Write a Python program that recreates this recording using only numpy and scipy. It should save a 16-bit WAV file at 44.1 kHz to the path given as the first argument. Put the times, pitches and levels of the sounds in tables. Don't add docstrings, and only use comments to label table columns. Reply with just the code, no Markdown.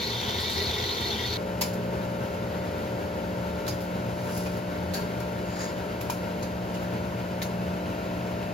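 import sys
import numpy as np
from scipy import signal
from scipy.fft import rfft, irfft, next_fast_len
from scipy.io import wavfile

SR = 44100
rng = np.random.default_rng(int(sys.argv[2]) if len(sys.argv) > 2 else 0)


def bounce(signal):
    frames = np.transpose(np.atleast_2d(signal))
    limited = np.clip(frames, -1, 1)
    pcm = np.round(limited * 32767).astype(np.int16)
    wavfile.write(sys.argv[1], SR, pcm)


N = 376173
TIME = np.arange(N) / SR
SWITCH_S = 1.370


# f/Hz, level/dB
HEARD_FROTH_TONE = [(230, -23.5), (400, -9), (700, -4), (1200, -13), (1700, -18), (2000, -8), (2600, -13.5),
                    (3300, -8), (3900, -12), (4600, -12), (5500, -15.5), (7000, -17.5), (8500, -26),
                    (13000, -23), (15800, -30)]
# f/Hz, width/Hz, boost/dB
SPOUT_RINGS = [(84, 21, 33.5), (962, 24, 10), (1925, 49, 10.5), (2200, 50, 1.5), (2320, 28, 9),
               (3050, 50, 0), (3653, 100, 11.5), (3830, 90, -2), (4050, 60, 7), (4226, 68, 11),
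               (4385, 59, 8.5), (4745, 55, 7), (4935, 36, 5), (5200, 70, 7), (5630, 90, 1), (5940, 150, 11)]
# t/s, f/Hz
POCKET_PITCH = [(0, 3760), (.07, 4070), (.15, 3650), (.25, 3280), (.37, 3710), (.51, 3830), (.6, 4330),
                (.7, 3690), (.81, 3530), (.89, 4070), (1.0, 3550), (1.08, 4070), (1.14, 3380), (1.21, 3420),
                (1.32, 3940)]
def frother(level_db=-30, crest_s=0.5, rise_db_per_s=4.5, ease_db_per_s=1.8, spits_per_s=600, spit_s=.0022):
    pocket_hz, = in_time(POCKET_PITCH)
    past_crest_s = TIME - crest_s
    swell_db = np.minimum(rise_db_per_s * past_crest_s, -ease_db_per_s * past_crest_s)
    swell_db += 7.5 * np.log2(pocket_hz / 3830)
    bursts = rng.random(N) < spits_per_s / SR
    spitting = rms_one(signal.lfilter([1], [1, -np.exp(-1 / (spit_s * SR))], bursts + 1e-18))
    jet = white() + from_db(-2.5) * spitting * white()
    jet *= from_db(0.5 * drift(35))
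    trembling_hz = pocket_hz * (1 + 0.053 * drift(53))
    pocket = from_db(4.5) * moving_resonance(jet, trembling_hz, width_hz=650)
    small = from_db(-11.5) * bubbles(pocket_hz, per_s=120, spread_octaves=0.228, cycles=140)
    large = from_db(-17.5) * bubbles(np.full(N, 2020), per_s=30, spread_octaves=0.13, cycles=78)
    jet *= from_db(-0.33 * swell_db)
    hiss = coloured(jet + pocket + small + large, HEARD_FROTH_TONE, SPOUT_RINGS)
    return hiss / np.std(hiss[:, TIME < SWITCH_S]) * from_db(level_db + swell_db)


def bubbles(centre_hz, per_s, spread_octaves, cycles, rise=0.046, size=2048):
    out, age = np.zeros((2, N + size)), np.arange(size) / SR
    for when, detune, strength, side in rng.random((int(per_s * SWITCH_S), 4)):
        start = int(when * SWITCH_S * SR)
        hz = centre_hz[start] * 2 ** (spread_octaves * (2 * detune - 1))
        life = hz * age / cycles
        ring = die_away(life) * np.sin(2 * np.pi * hz * age * (1 + rise * np.minimum(life, 2)))
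        gain = from_db(3 * min(-np.log(1 - strength), 2))
        out[:, start:start + size] += gain * np.outer([1, 2 * side - 1], ring)
    return out[:, :N] / np.std(out[:, :int(SWITCH_S * SR)])


# t/s, level/dB
SPURTS = [(.403, -39), (.5, -38), (.53, -43), (.627, -47), (1.008, -43)]
# f/Hz, level/dB
SPRAY_TONE = [(2000, -25), (5000, -12), (7500, 7), (9000, 5), (11000, 1), (14000, -7), (15800, -8)]
def spurts(fade_s=0.14):
    loudness = sum((TIME >= s) * from_db(db) * die_away((TIME - s) / fade_s) for s, db in SPURTS)
    return loudness * rms_one(coloured(white(), SPRAY_TONE))


# t/s, level/dB, f/Hz
GULPS = [(.1, -34, 414), (.263, -38, 430), (0.369, -37, 382), (.434, -35.5, 418), (.57, -38, 388),
         (0.611, -31, 412), (0.719, -38, 398), (0.779, -35.5, 412), (0.853, -37, 400), (.92, -34, 415),
         (1.089, -34.5, 407), (1.228, -46, 410), (1.305, -37, 418)]
def gulps(attack_s=0.0041, fade_s=0.13):
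    out = np.zeros(N)
    for s, db, hz in GULPS:
        age = np.maximum(TIME - s, 0)
        loudness = (1 - np.exp(-age / attack_s)) * die_away(age / fade_s)
        out += from_db(db) * np.sqrt(2) * loudness / loudness.max() * np.sin(2 * np.pi * hz * age)
    return out


def gurgle(per_s=40, pitch_hz=415, width_hz=50, level_db=-48, pitches=4):
    plops = (rng.random(N) < per_s / SR) * rng.uniform(0.76, 1, N)
    choice = rng.integers(0, pitches, N)
    rings = np.zeros(N)
    for k, hz in enumerate(pitch_hz * np.geomspace(.94, 1.06, pitches)):
        rings += signal.lfilter(*resonance(hz, width_hz), plops * (choice == k) + 1e-18)
    return from_db(level_db) * rms_one(rings)


MAINS_HZ = 59.95
# multiple of the stroke rate, level/dB, left minus right/dB, change as the microphone drifts/(dB/s)
BODY_NOTES = [(2, -6.5, 2, -0.06), (3, -.5, -1, 0), (5, -9, -0.5, 0), (7, -18, -3, -3.5)]
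HOUSING_NOTES = [(9, -2.5, 1, -1.1), (10, -1.1, 7, -0.32), (11, -7, 3, 1), (12, -15, 14, 0.71),
                 (13, -18, 10, 0), (15, -20, 22.5, -0.85), (16, -24, -22, 0.21), (22, -28, 22, -0.0037),
                 (23, -27, 26.5, -0.17)]
def pump(slip_cycles=0.0022):
    strokes = MAINS_HZ * TIME + slip_cycles * drift(3.1)
    drone = from_db(-37) * piston_notes(BODY_NOTES, strokes, grow_db_per_s=.2, waver_db=1.5, lag_s=.00028)
    buzz = from_db(-40) * piston_notes(HOUSING_NOTES, strokes, grow_db_per_s=0, waver_db=.66, lag_s=.0003)
    return drone + buzz


def piston_notes(notes, strokes, grow_db_per_s, waver_db, lag_s, smear=.23):
    out = np.zeros((2, N))
    from_middle_s = TIME - (SWITCH_S + TIME[-1]) / 2
    heard_strokes = strokes - np.array([[0], [lag_s * MAINS_HZ]])
    for multiple, db, pan_db, db_per_s in notes:
        phase = 2 * np.pi * (multiple * heard_strokes - smear * multiple ** 2)
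        gain = from_db(db + (grow_db_per_s + db_per_s) * from_middle_s + waver_db * drift(1.8))
        out += np.sqrt(2) * gain * from_db([[pan_db / 2], [-pan_db / 2]]) * np.sin(phase)
    return out


# f/Hz, level/dB
RASP_TONE = [(600, -35), (1500, -19), (1850, 1), (2200, -9), (2550, 5), (2830, 4), (3100, -18), (4500, -27),
             (9000, -40)]
def rasp(end_db=-52.5, grow_db_per_s=4.5, throb_db=7.0):
    throb = from_db(throb_db * np.sin(2 * np.pi * MAINS_HZ * TIME))
    loudness = from_db(end_db + grow_db_per_s * (TIME - TIME[-1]))
    return loudness * rms_one(coloured(white() * throb, RASP_TONE))


# t/s, level/dB, dullness/(dB/octave),
# then for each of two rings f/Hz, level/dB, fade/s, and last rattle/s, room echo/dB
KNOCKS = [(1.61, -28, -0.5, 5000, -3, 0.19, 2320, -4, .1, 0.0056, -13),
          (1.616, -29, 4.5, 5330, -8, .15, 7140, -4, 0.13, 0.0046, -1),
          (1.73, -46, 1, 5000, -10, .2, 7000, -10, .2, .01, -5),
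          (3.665, -43.5, 4, 3920, 2, .15, 1750, -4, .2, .004, -3),
          (3.678, -33.5, 3.5, 4990, -2.5, 0.23, 6400, -8, .17, 0.0075, -2.5),
          (3.805, -52, 0, 5000, 1, .2, 13000, -15, .2, .013, 5),
          (4.374, -45, -4, 11000, -10, .15, 4800, -4, .12, 0.0036, -10),
          (4.459, -43.5, 8, 2520, 3, .15, 5000, -8, .2, 0.012, -5),
          (4.568, -55, -2, 5000, -10, .1, 12500, -8, .1, .005, -6),
          (4.936, -42, 3, 3914, 1, .2, 6830, 0, 0.22, 0.0045, 6),
          (4.942, -42.5, 1.5, 1640, 5.5, 0.33, 4500, 8, .26, 0.0052, 4),
          (5.199, -46, 1.5, 8700, -5, .04, 4500, -1, .07, 0.0056, -5),
          (5.616, -47, 5, 6660, 9, .2, 5400, -1, .2, .025, -9),
          (5.644, -51, 3, 8650, 0, .05, 5100, -2, .12, .003, -9),
          (6.009, -44, 0.5, 12400, 1, .12, 2400, 5, .07, 0.0047, -1),
          (6.098, -34.5, 1.5, 1290, -4, .15, 2420, -6, .12, 0.0041, -2.5),
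          (6.425, -41.5, 3.5, 6400, -4, .2, 4620, -4, .2, 0.0073, -7),
          (6.741, -48.5, 6.5, 7000, -14, .2, 2880, 5, .2, .008, 6),
          (6.827, -59, -5, 14000, -10, .2, 12000, -8, .2, .005, -5),
          (7.417, -36.5, 6, 3750, 3, 0.089, 2100, -0.5, .09, 0.005, -6),
          (7.424, -38.5, 1, 4350, 0, .07, 6500, -1, .15, 0.0054, -5)]
# f/Hz, level/dB
HEARD_KNOCK_TONE = [(400, -17), (900, 1.5), (1500, -6), (2400, -1), (3300, 0.5), (5000, 6), (5800, 4),
                    (7200, 6), (8500, -5), (10200, 4.5), (12000, 3.5), (14300, -0.5), (15200, -3),
                    (15800, -2)]
# f/Hz, width/Hz, boost/dB
KNOCKED_THING_RINGS = [(2400, 230, 3.5), (4050, 200, 1), (5260, 250, 1.5), (6900, 250, 1.5), (10070, 350, 10),
                       (13600, 400, 5), (14800, 300, 3)]
def knocks(tap_fade_s=0.048, room_fade_s=0.33, bounce_db=3.0, attack_s=0.0006):
    noise = rms_one(coloured(white(), HEARD_KNOCK_TONE, KNOCKED_THING_RINGS))
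    out, size = np.zeros((2, N + SR)), SR // 2
    age = np.arange(size) / SR
    octaves = np.log2(np.maximum(np.arange(size // 2 + 1) * SR / size, 500) / 5000)
    for s, db, dull_db, *rings, rattle_s, room_db in KNOCKS:
        dulling = from_db(-dull_db * octaves)
        picks = rng.integers(0, N - size, 2)
        crack, room = (irfft(rfft(noise[:, i:i + size]) * dulling, size) for i in picks)
        taps = [(age >= at) * from_db(bounce_db * (k > 0)) * die_away((age - at) / tap_fade_s)
                for k, at in enumerate(np.linspace(0, rattle_s, 3))]
        sound = crack * np.linalg.norm(taps, axis=0)
        for hz, ring_db, fade_s in (rings[:3], rings[3:]):
            width_hz = 21 / fade_s
            ring = rms_one(signal.lfilter(*resonance(hz, width_hz), rng.standard_normal((2, size))))
            sound += ring * from_db(ring_db) * die_away(age / fade_s)
        sound += room * from_db(room_db) * die_away(age / room_fade_s)
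        start = int(s * SR)
        out[:, start:start + size] += from_db(db) * sound * (1 - np.exp(-age / attack_s))
    return out[:, :N]


# t/s, level/dB, f/Hz, fade/s
THOCKS = [(1.613, -23.5, 940, .04), (3.679, -32, 1360, .06), (4.945, -33, 770, 0.15),
          (6.0985, -18, 965, 0.024)]
def thocks(lag_s=.00025):
    out = np.zeros((2, N))
    for s, db, hz, fade_s in THOCKS:
        age = np.maximum(TIME - s - np.array([[0], [lag_s]]), 0)
        out += from_db(db) * die_away(np.minimum(age / fade_s, 2)) * np.sin(2 * np.pi * hz * age)
    return out


# t/s, level/dB, swell/(dB/s), fade/(dB/s)
SLIDES = [(4.38, -42, 69, 75), (5.622, -38, 93, 115)]
# f/Hz, level/dB
FIRST_SLIDE_TONE = [(800, -15), (2400, -6), (3600, -3), (5800, 3), (7000, -2.5), (11000, 2.5), (13500, -11),
                    (15500, -7)]
SECOND_SLIDE_TONE = [(700, 1), (1700, 9), (3000, -2), (3700, -1), (5100, 2.5), (5850, -8), (6800, 4.5),
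                     (8000, -12), (9000, -2), (10500, -12), (13500, -15), (15500, -21)]
# f/Hz, width/Hz, boost/dB
SLIDE_RINGS = [(4800, 250, 7), (5400, 220, 2), (6760, 260, 2.5), (7260, 200, 7)]
def slides(rough_db=2.0):
    out = np.zeros((2, N))
    for (s, db, swell, fade), tone in zip(SLIDES, (FIRST_SLIDE_TONE, SECOND_SLIDE_TONE)):
        push_db = db - np.abs(TIME - s) * np.where(TIME < s, swell, fade)
        rubbing = white() * from_db(rough_db * drift(130))
        out += from_db(push_db) * rms_one(coloured(rubbing, tone, SLIDE_RINGS))
    return out


# f/Hz, level/dB
HEARD_BACKGROUND_TONE = [(22, -94), (42, -84.5), (60, -67), (150, -68), (280, -70.5), (400, -63.5),
                         (520, -70.5), (620, -70), (1200, -75), (2400, -80), (4000, -86.5), (5800, -90.5),
                         (7300, -92), (8700, -99), (10000, -93), (13500, -99.5), (15500, -104)]
# f/Hz, width/Hz, boost/dB
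FAN_RINGS = [(35, 8, 12), (82.6, 29.5, 9), (117.3, 16.3, 11.5), (217, 63, 10.5), (352.5, 24, 4),
             (454, 61, 2.5), (513, 65, 5), (620, 33, -7), (916, 95, 6.5), (1250, 71, -4), (1345, 160, 4.5),
             (1523, 136, 5), (1710, 120, -0.5), (2050, 300, 1), (2860, 130, 3), (3430, 200, -2),
             (5020, 1400, 2.5), (5550, 380, -4), (14300, 2000, 2)]
def fan(flutter_db=0.77):
    return coloured(white(), HEARD_BACKGROUND_TONE, FAN_RINGS) * from_db(flutter_db * drift(10.6))


# delay/s, level/dB
ECHOES = [(.0023, -20), (.0051, -19), (.0087, -17), (.0134, -16), (.0191, -17)]
def with_echoes(sound, above_hz=900):
    treble = signal.sosfilt(signal.butter(2, above_hz, "high", fs=SR, output="sos"), sound)
    out = sound.copy()
    for s, db in ECHOES:
        lag = int(s * SR)
        out[:, lag:] += from_db(db) * treble[:, :-lag]
    return out


# f/Hz, likeness (1 = the same)
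MIC_LIKENESS = [(50, .98), (430, .96), (560, .82), (700, .45), (950, .76), (1250, .5), (1550, .15),
                (2400, .62), (3300, .6), (4400, .7), (5600, .35), (7200, .4), (8300, .97), (9400, .95),
                (10800, .55), (12700, .99)]
# f/Hz, lead/radians
LEFT_LEAD = [(50, 0), (200, .35), (550, 1.0), (750, .8), (1000, 1.5), (1350, 2.8), (2300, 6.4), (4500, 6.9),
             (5100, 7.5), (5800, 4.3), (6700, 5.5), (7600, 3.3), (9600, 3.0), (12700, 0)]
# f/Hz, level/dB
LEFT_BOOST = [(100, .7), (500, -.3), (660, 7), (850, 4.5), (1100, 1), (1400, 4.5), (2000, 1), (5500, 1),
              (8000, 0)]
def coloured(source, tone, rings=()):
    size = next_fast_len(N)
    hz = np.maximum(np.arange(size // 2 + 1) * SR / size, 1)
    rings_db = sum(db / (1 + (2 * (hz - f) / width) ** 2) for f, width, db in rings)
    shared, side = rfft(source, size) * from_db(at_hz(tone, hz) + rings_db) * np.sqrt(SR / 2)
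    alike = at_hz(MIC_LIKENESS, hz)
    signs = np.array([[1], [-1]])
    pair = np.sqrt((1 + alike) / 2) * shared + signs * np.sqrt((1 - alike) / 2) * side
    pair *= np.exp(.5j * signs * at_hz(LEFT_LEAD, hz))
    pan = from_db(signs * at_hz(LEFT_BOOST, hz) / 2)
    return irfft(pair * pan / np.sqrt(np.mean(pan ** 2, axis=0)), size)[:, :N]


def resonance(hz, width_hz):
    r = np.exp(-np.pi * width_hz / SR)
    return np.array([1, 0, -1]) * (1 - r * r) / 2, [1, -2 * r * np.cos(2 * np.pi * hz / SR), r * r]


def moving_resonance(x, hz, width_hz, size=256):
    out, state = np.zeros_like(x), np.zeros((2, 2))
    for i in range(0, N, size):
        out[:, i:i + size], state = signal.lfilter(*resonance(hz[i], width_hz), x[:, i:i + size], zi=state)
    return out


def white():
    return rng.standard_normal((2, N))


def drift(rate_hz):
    r = np.exp(-80 * np.pi * rate_hz / SR)
    slow = signal.lfilter([1], [1, -2 * r, r * r], rng.standard_normal(N // 40 + 2002))[2000:]
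    return np.interp(np.arange(N) / 40, np.arange(len(slow)), rms_one(slow))


def die_away(life):
    return from_db(-60 * np.maximum(life, 0))


def from_db(db):
    return 10 ** (np.asarray(db) / 20)


def rms_one(x):
    return x / np.sqrt(np.mean(x ** 2) + 1e-20)


def in_time(rows):
    s, *columns = np.transpose(rows)
    return [np.interp(TIME, s, c) for c in columns]


def at_hz(points, hz):
    f, value = np.transpose(points)
    return np.interp(np.log(hz), np.log(f), value)


def scene():
    pump_on = np.clip((TIME - SWITCH_S) / .004, 0, 1)
    frothing = with_echoes(frother() + spurts()) + gulps() + gurgle()
    pumping = pump() + with_echoes(rasp())
    kitchen = with_echoes(knocks() + thocks() + slides() + fan())
    return (1 - pump_on) * frothing + pump_on * pumping + kitchen


def record(dry, cutoff_hz=15850):
    return signal.sosfilt(signal.ellip(12, .1, 80, cutoff_hz, fs=SR, output="sos"), dry)


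dry = scene()
out = record(dry)
bounce(out)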